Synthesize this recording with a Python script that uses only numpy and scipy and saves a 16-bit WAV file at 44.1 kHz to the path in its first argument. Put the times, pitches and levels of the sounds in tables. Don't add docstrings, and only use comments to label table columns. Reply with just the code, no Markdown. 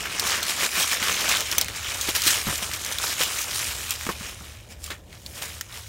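import sys
import numpy as np
from scipy import signal
from scipy.fft import rfft, irfft
from scipy.io import wavfile
from scipy.ndimage import uniform_filter1d

SR = 44100
rng = np.random.default_rng(int(sys.argv[2]) if len(sys.argv) > 2 else 0)


def materialize(psi):
    bounded = np.clip(np.atleast_2d(psi).T, -1, 1)
    quanta = np.round(bounded * 32767).astype(np.int16)
    wavfile.write(sys.argv[1], SR, quanta)


def gain_from_db(level_db):
    decades = np.asarray(level_db, float) / 20
    return 10 ** decades


N = 259308

# time_s, level_db
RUMBLE_SWELL = [(0, -45.5), (.75, -51), (1.8, -43.5), (3.2, -46.5), (4.0, -43), (5.2, -46.5), (5.88, -43.5)]
# freq_hz, relative_density_db
RUMBLE_SPECTRUM = [(12, -49), (20, -33), (35, -13.5), (59, -0.5), (76, 4), (88, -1), (110, -3), (121, -2.5),
                   (130, -42), (200, -22.5), (250, -27), (320, -51), (550, -120)]
# freq_hz, relative_density_db
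AIR_SPECTRUM = [(88, -26), (150, -2), (269, -11.5), (346, -11), (463, -12.5), (562, -9), (1010, -21),
                (1270, -39.5), (15600, -47)]
# freq_hz, relative_density_db
LEAF_SPECTRUM = [(88, -17), (150, -6.5), (209, -6), (253, -7), (608, -7.5), (813, -13), (1270, -5),
                 (1740, -4.5), (3230, -2.5), (4860, -3.5), (5680, -1), (13400, -10), (15600, -16)]
# time_s, level_db, coarseness_db
STIRRING = [(0, -32.5, 3), (.4, -54, -3), (1.0, -41, 7), (1.5, -31, 0), (1.72, -37.5, 2), (2.1, -34, -1.5),
            (2.8, -49, 1.2), (3.3, -33, -0.3), (3.85, -34, -2), (4.15, -50, 2), (4.45, -43, -0.5),
            (4.68, -54, 2.5), (5.04, -61.5, 1.5), (5.3, -46, -4), (5.55, -40.5, -1.5), (5.68, -51.5, 1),
            (5.88, -43, -1.5)]
# peak_s, level_db (before crest rounding), rise_s and fall_s (per 10 dB),
# coarseness_db (big leaves +, fine litter -)
LEAF_SHOVES = [(.05, -36.5, .007, .28, 9), (.272, -24, .012, 0.013, -6), (.328, -22.5, 0.17, 0.11, 1.5),
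               (.497, -22, 0.042, 0.047, 0), (0.65, -18, 0.065, 0.021, 0.1),
               (0.814, -17.5, 0.079, 0.036, -0.8), (.932, -21.5, 0.084, 0.036, -1.2),
               (1.09, -22, 0.082, 0.061, -0.3), (1.304, -22, 0.2, 0.07, 1), (1.404, -24.5, 0.2, 0.011, 1),
               (1.525, -25.5, 0.0088, .023, 1), (1.62, -27.5, 0.016, 0.016, 7),
               (1.769, -29.5, 0.022, 0.015, 1), (1.904, -29.5, 0.09, 0.28, 0.5),
               (2.095, -25.5, .056, .044, 0.5), (2.154, -22.5, 0.0065, .087, -1.5),
               (2.275, -16.5, 0.026, 0.097, -2), (2.482, -25.5, .031, 0.17, -1.5),
               (2.627, -25.5, 0.0064, .041, -2), (2.745, -30.5, 0.031, 0.039, -0.5),
               (2.932, -28.5, .173, 0.075, 0.2), (3.055, -22, 0.048, 0.062, -1.8),
               (3.12, -25, 0.043, 0.026, -1.2), (3.214, -17.5, 0.025, 0.045, -1),
               (3.419, -26.5, 0.19, 0.022, -3), (3.555, -27, .074, 0.15, -2.3),
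               (3.673, -29, 0.03, 0.067, -3), (3.917, -25, 0.021, 0.022, -2.5),
               (4.104, -31.5, 0.17, 0.035, -2), (4.205, -39, 0.01, .08, -2.2), (4.296, -35, 0.18, 0.031, 0),
               (4.721, -41, 0.023, 0.019, -0.5), (4.859, -37.5, 0.037, 0.051, -2.2),
               (4.915, -35.5, 0.01, 0.029, 4.5), (5.137, -46, 0.035, 0.04, 2),
               (5.374, -35.5, 0.025, 0.04, -1.5), (5.424, -28.5, 0.011, 0.048, -2),
               (5.776, -34.5, 0.052, 0.033, -0.7)]
# start_s, peak_db, ring_hz, t60_s
TWIG_SNAPS = [(.055, -16, 1560, 0.053), (.1244, -19, 2430, .022), (0.196, -8, 5500, 0.02),
              (.2737, -10.5, 5370, 0.028), (.305, -14, 4500, .04), (.429, -12, 4270, 0.032),
              (.5063, -15, 2740, .019), (0.692, -23, 2620, .009), (.7529, -14, 2580, 0.027),
              (.7989, -13, 3700, 0.077), (.8267, -12.5, 3270, 0.068), (.915, -13, 2700, 0.012),
              (1.0267, -12, 2110, 0.069), (1.0373, -12, 5900, .009), (1.2098, -16, 3180, 0.054),
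              (1.2905, -10.5, 6100, 0.046), (1.3326, -15, 2450, .022), (1.3697, -11, 3730, .04),
              (1.406, -10, 6840, 0.017), (1.514, -10.5, 5320, 0.037), (1.5255, -11, 3400, 0.014),
              (1.5819, -1.5, 6120, 0.022), (1.6124, -.6, 5360, 0.018), (1.6451, -14, 6480, 0.0063),
              (1.6835, -17, 2410, .012), (1.8453, -19, 2600, .013), (2.0117, -10, 6400, 0.06),
              (2.09, -10, 6540, 0.029), (2.15, -12.5, 3120, 0.042), (2.1622, -5, 5560, 0.016),
              (2.219, -9.5, 4800, 0.026), (2.2381, -13, 6800, .028), (2.2628, -8, 4340, 0.091),
              (2.2746, -7, 4130, 0.069), (2.5565, -13, 5640, .03), (2.5796, -14, 6700, 0.023),
              (2.714, -18, 2320, 0.022), (2.735, -15, 5770, 0.058), (2.8475, -15, 6440, .02),
              (2.863, -14, 5900, .007), (2.923, -14, 6040, 0.039), (2.9847, -11, 3870, 0.016),
              (3.236, -10, 5770, .008), (3.4156, -15, 6040, 0.043), (3.5926, -16, 5810, .011),
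              (3.907, -6, 5800, .013), (4.0105, -17, 2370, 0.0054), (4.066, -22, 1210, .015),
              (4.0945, -16.5, 1090, 0.03), (4.198, -35, 7000, .02), (4.841, -18, 7540, .022),
              (4.8616, -25, 8300, .047), (4.904, -21, 1830, 0.078), (4.9045, -26, 3900, .06),
              (4.916, -23.5, 2120, 0.034), (5.1282, -31.5, 2480, 0.014), (5.2624, -18, 4600, 0.019),
              (5.6106, -17, 1900, 0.016), (5.6104, -15.5, 6500, .018), (5.725, -27, 3790, .026)]
# start_s, peak_db, thud_hz
BRANCH_KNOCKS = [(0.255, -25, 167), (1.019, -25.5, 224), (1.579, -21, 594), (2.087, -17.5, 342),
                 (2.265, -21, 345), (2.469, -17, 212), (2.479, -20, 184), (2.487, -14.5, 160),
                 (2.497, -21, 143), (2.507, -24, 143), (2.527, -20, 570), (2.624, -27.5, 194),
                 (3.207, -17.5, 550), (4.067, -19.5, 238), (4.09, -13.5, 444), (4.095, -20.5, 200),
                 (4.209, -26.5, 202), (4.408, -31.5, 175), (4.903, -27, 610), (4.913, -31, 377),
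                 (5.412, -36, 570)]
# ring_hz, relative_level_db, t60_s
BRANCH_MODES = [(646, -10, 0.011), (1263, 4, 0.012), (2060, -7, .015)]

BAND_LIMIT_HZ = 15850


def evened(x):
    return x / np.sqrt(np.mean(x ** 2) + 1e-20)


def read(points, hz):
    f, value = np.transpose(points)
    return np.interp(np.log(hz + 1), np.log(f + 1), value)


def add(mix, start_s, sound):
    part = mix[round(start_s * SR):][:len(sound)]
    part += sound[:len(part)]


def colour(x, points):
    hz = np.fft.rfftfreq(len(x), 1 / SR)
    gain = gain_from_db(read(points[:-1], hz)) * (hz < BAND_LIMIT_HZ)
    return evened(irfft(rfft(x) * gain, len(x)))


def ring(x, hz, width_hz):
    r = np.exp(-np.pi * width_hz / SR)
    return signal.lfilter([1, 0, -1], [1, -2 * r * np.cos(2 * np.pi * hz / SR), r * r], x)


def wander(top_hz):
    return evened(signal.lfilter(*signal.butter(2, top_hz, fs=SR), rng.standard_normal(N)))


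def background(air_mean_db=-56, gust_rms_db=2.5, gust_top_hz=2.9):
    time_s, level_db = np.transpose(RUMBLE_SWELL)
    rumble_db = np.interp(np.arange(N) / SR, time_s, level_db)
    rumble = gain_from_db(rumble_db) * colour(rng.standard_normal(N), RUMBLE_SPECTRUM)
    air_db = air_mean_db + gust_rms_db * wander(gust_top_hz)
    air = gain_from_db(air_db) * colour(rng.standard_normal(N), AIR_SPECTRUM)
    return rumble + air


def shoving(t, crest=0.21):
    peak_s, level_db, rise_s, fall_s, coarse_db = np.transpose(LEAF_SHOVES)[:, :, None]
    before = (peak_s - t) / np.maximum(rise_s, .004)
    after = (t - peak_s) / np.maximum(fall_s, .004)
    distance = np.where(t < peak_s, before, after)
    shoves = gain_from_db(level_db - 10 * np.hypot(distance, crest)) ** 2
    time_s, stir_db, stir_coarse_db = np.transpose(STIRRING)
    stir = gain_from_db(np.interp(t, time_s, stir_db)) ** 2
    power = shoves.sum(0) + stir
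    coarse = (shoves * coarse_db).sum(0) + stir * np.interp(t, time_s, stir_coarse_db)
    return 10 * np.log10(power), coarse / power


def leaf_cracks(cracks_per_s=2600, spread_db=2.5, crack_t60_s=.008):
    size = gain_from_db(spread_db * np.minimum(rng.exponential(1, N), 4.8))
    size = size * (rng.random(N) < cracks_per_s / SR)
    pitches_hz = np.geomspace(700, 13000, num=24)
    leaf = rng.integers(0, len(pitches_hz), N)
    t, cracks = np.arange(512) / SR, np.zeros(N)
    for k, hz in enumerate(pitches_hz):
        burst = rng.standard_normal(len(t)) * gain_from_db(-60 * t / crack_t60_s)
        crack = evened(0.6 * evened(burst) + evened(ring(burst, hz, 0.3 * hz)))
        cracks += signal.oaconvolve(size * (leaf == k), crack)[:N]
    return evened(signal.lfilter([1, .3], [1], cracks))


def leaves(clump_rms_db=0.83, clump_top_hz=43, patch_rms_db=1.43, swish_db=-3):
    bass_hz, bass_follows = 710, 0.8
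    fizz_hz, fizz_follows = 10500, 0.87
    usual_db = -22
    drive = leaf_cracks() + gain_from_db(swish_db) * rng.standard_normal(N)
    drive = drive * gain_from_db(clump_rms_db * wander(clump_top_hz))
    hz, frame_s, z = signal.stft(colour(drive, LEAF_SPECTRUM), SR, nperseg=256)
    hz = hz[:, None]
    crush_db, coarse_db = shoving(frame_s)
    bass_loss = (1 - bass_follows) / (1 + (hz / bass_hz) ** 4)
    fizz_loss = (1 - fizz_follows) / (1 + (fizz_hz / (hz + 1)) ** 4)
    follows = 1 - bass_loss - fizz_loss
    low = 1 / (1 + (hz / 2500) ** 4)
    high = 1 / (1 + (8000 / (hz + 1)) ** 6)
    patches = uniform_filter1d(rng.standard_normal(z.shape), 6, 0)
    patches = evened(uniform_filter1d(patches, 20, 1))
    level_db = usual_db + follows * (crush_db - usual_db)
    level_db = level_db + (low - high) * coarse_db + patch_rms_db * patches
    return signal.istft(z * gain_from_db(level_db), SR, nperseg=256)[1][:N]


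def snaps(break_db=3.0, break_t60_s=0.0037, tail_db=-11, tail_times=3, attack_s=0.00022):
    top_db, top_per_db, top_db_per_octave = -1.5, 0.2, 3
    out, t = np.zeros(N), np.arange(6000) / SR
    noises = rng.standard_normal((len(TWIG_SNAPS), len(t)))
    for (start_s, peak_db, hz, t60_s), noise in zip(TWIG_SNAPS, noises):
        edge_hz = min(2.16 * hz, 9500)
        body = signal.lfilter(*signal.butter(3, [0.28 * edge_hz, edge_hz], "band", fs=SR), noise)
        top = signal.lfilter(*signal.butter(2, edge_hz, "high", fs=SR), noise)
        tone = evened(body) + 0.53 * evened(ring(noise, hz, 0.042 * hz))
        t60_s = max(t60_s, .004)
        sharp_break = gain_from_db(break_db - 60 * t / break_t60_s)
        splinter = gain_from_db(-60 * t / t60_s)
        debris = gain_from_db(tail_db - 60 * t / (tail_times * t60_s))
        envelope = (1 - np.exp(-t / attack_s)) * (sharp_break + splinter + debris)
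        treble_db = top_db + top_per_db * peak_db + top_db_per_octave * np.log2(hz / 5000)
        snap = envelope * (evened(tone) + gain_from_db(treble_db) * evened(top))
        add(out, start_s, gain_from_db(peak_db) * snap / np.max(abs(snap)))
    return out


def knocks(thud_cycles=9, grit_db=-11, grit_t60_s=0.12, wood_db=-2.5, attack_s=0.00023):
    out, t = np.zeros(N), np.arange(6000) / SR
    grit_band = signal.butter(2, [150, 1800], "band", fs=SR)
    wood = sum(gain_from_db(db - 60 * t / t60_s) * np.sin(2 * np.pi * hz * t)
               for hz, db, t60_s in BRANCH_MODES)
    noises = rng.standard_normal((len(BRANCH_KNOCKS), len(t)))
    for (start_s, peak_db, hz), noise in zip(BRANCH_KNOCKS, noises):
        thud = gain_from_db(-60 * t * hz / thud_cycles) * np.sin(2 * np.pi * hz * t)
        scrape = gain_from_db(grit_db - 60 * t / grit_t60_s) * evened(signal.lfilter(*grit_band, noise))
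        knock = (1 - np.exp(-t / attack_s)) * (thud + gain_from_db(wood_db) * wood + scrape)
        add(out, start_s, gain_from_db(peak_db) * knock / np.max(abs(knock)))
    return out


def scene():
    return (background() + leaves() + snaps() + knocks())[None]


def top_cut(x):
    return signal.sosfilt(signal.butter(12, 16990, fs=SR, output="sos"), x)


def record(dry):
    low_pass = signal.firwin(255, BAND_LIMIT_HZ, window=("kaiser", 6), fs=SR)
    limited = signal.oaconvolve(dry, low_pass[None], "same")
    return top_cut(limited)


dry = scene()
out = record(dry)
materialize(out)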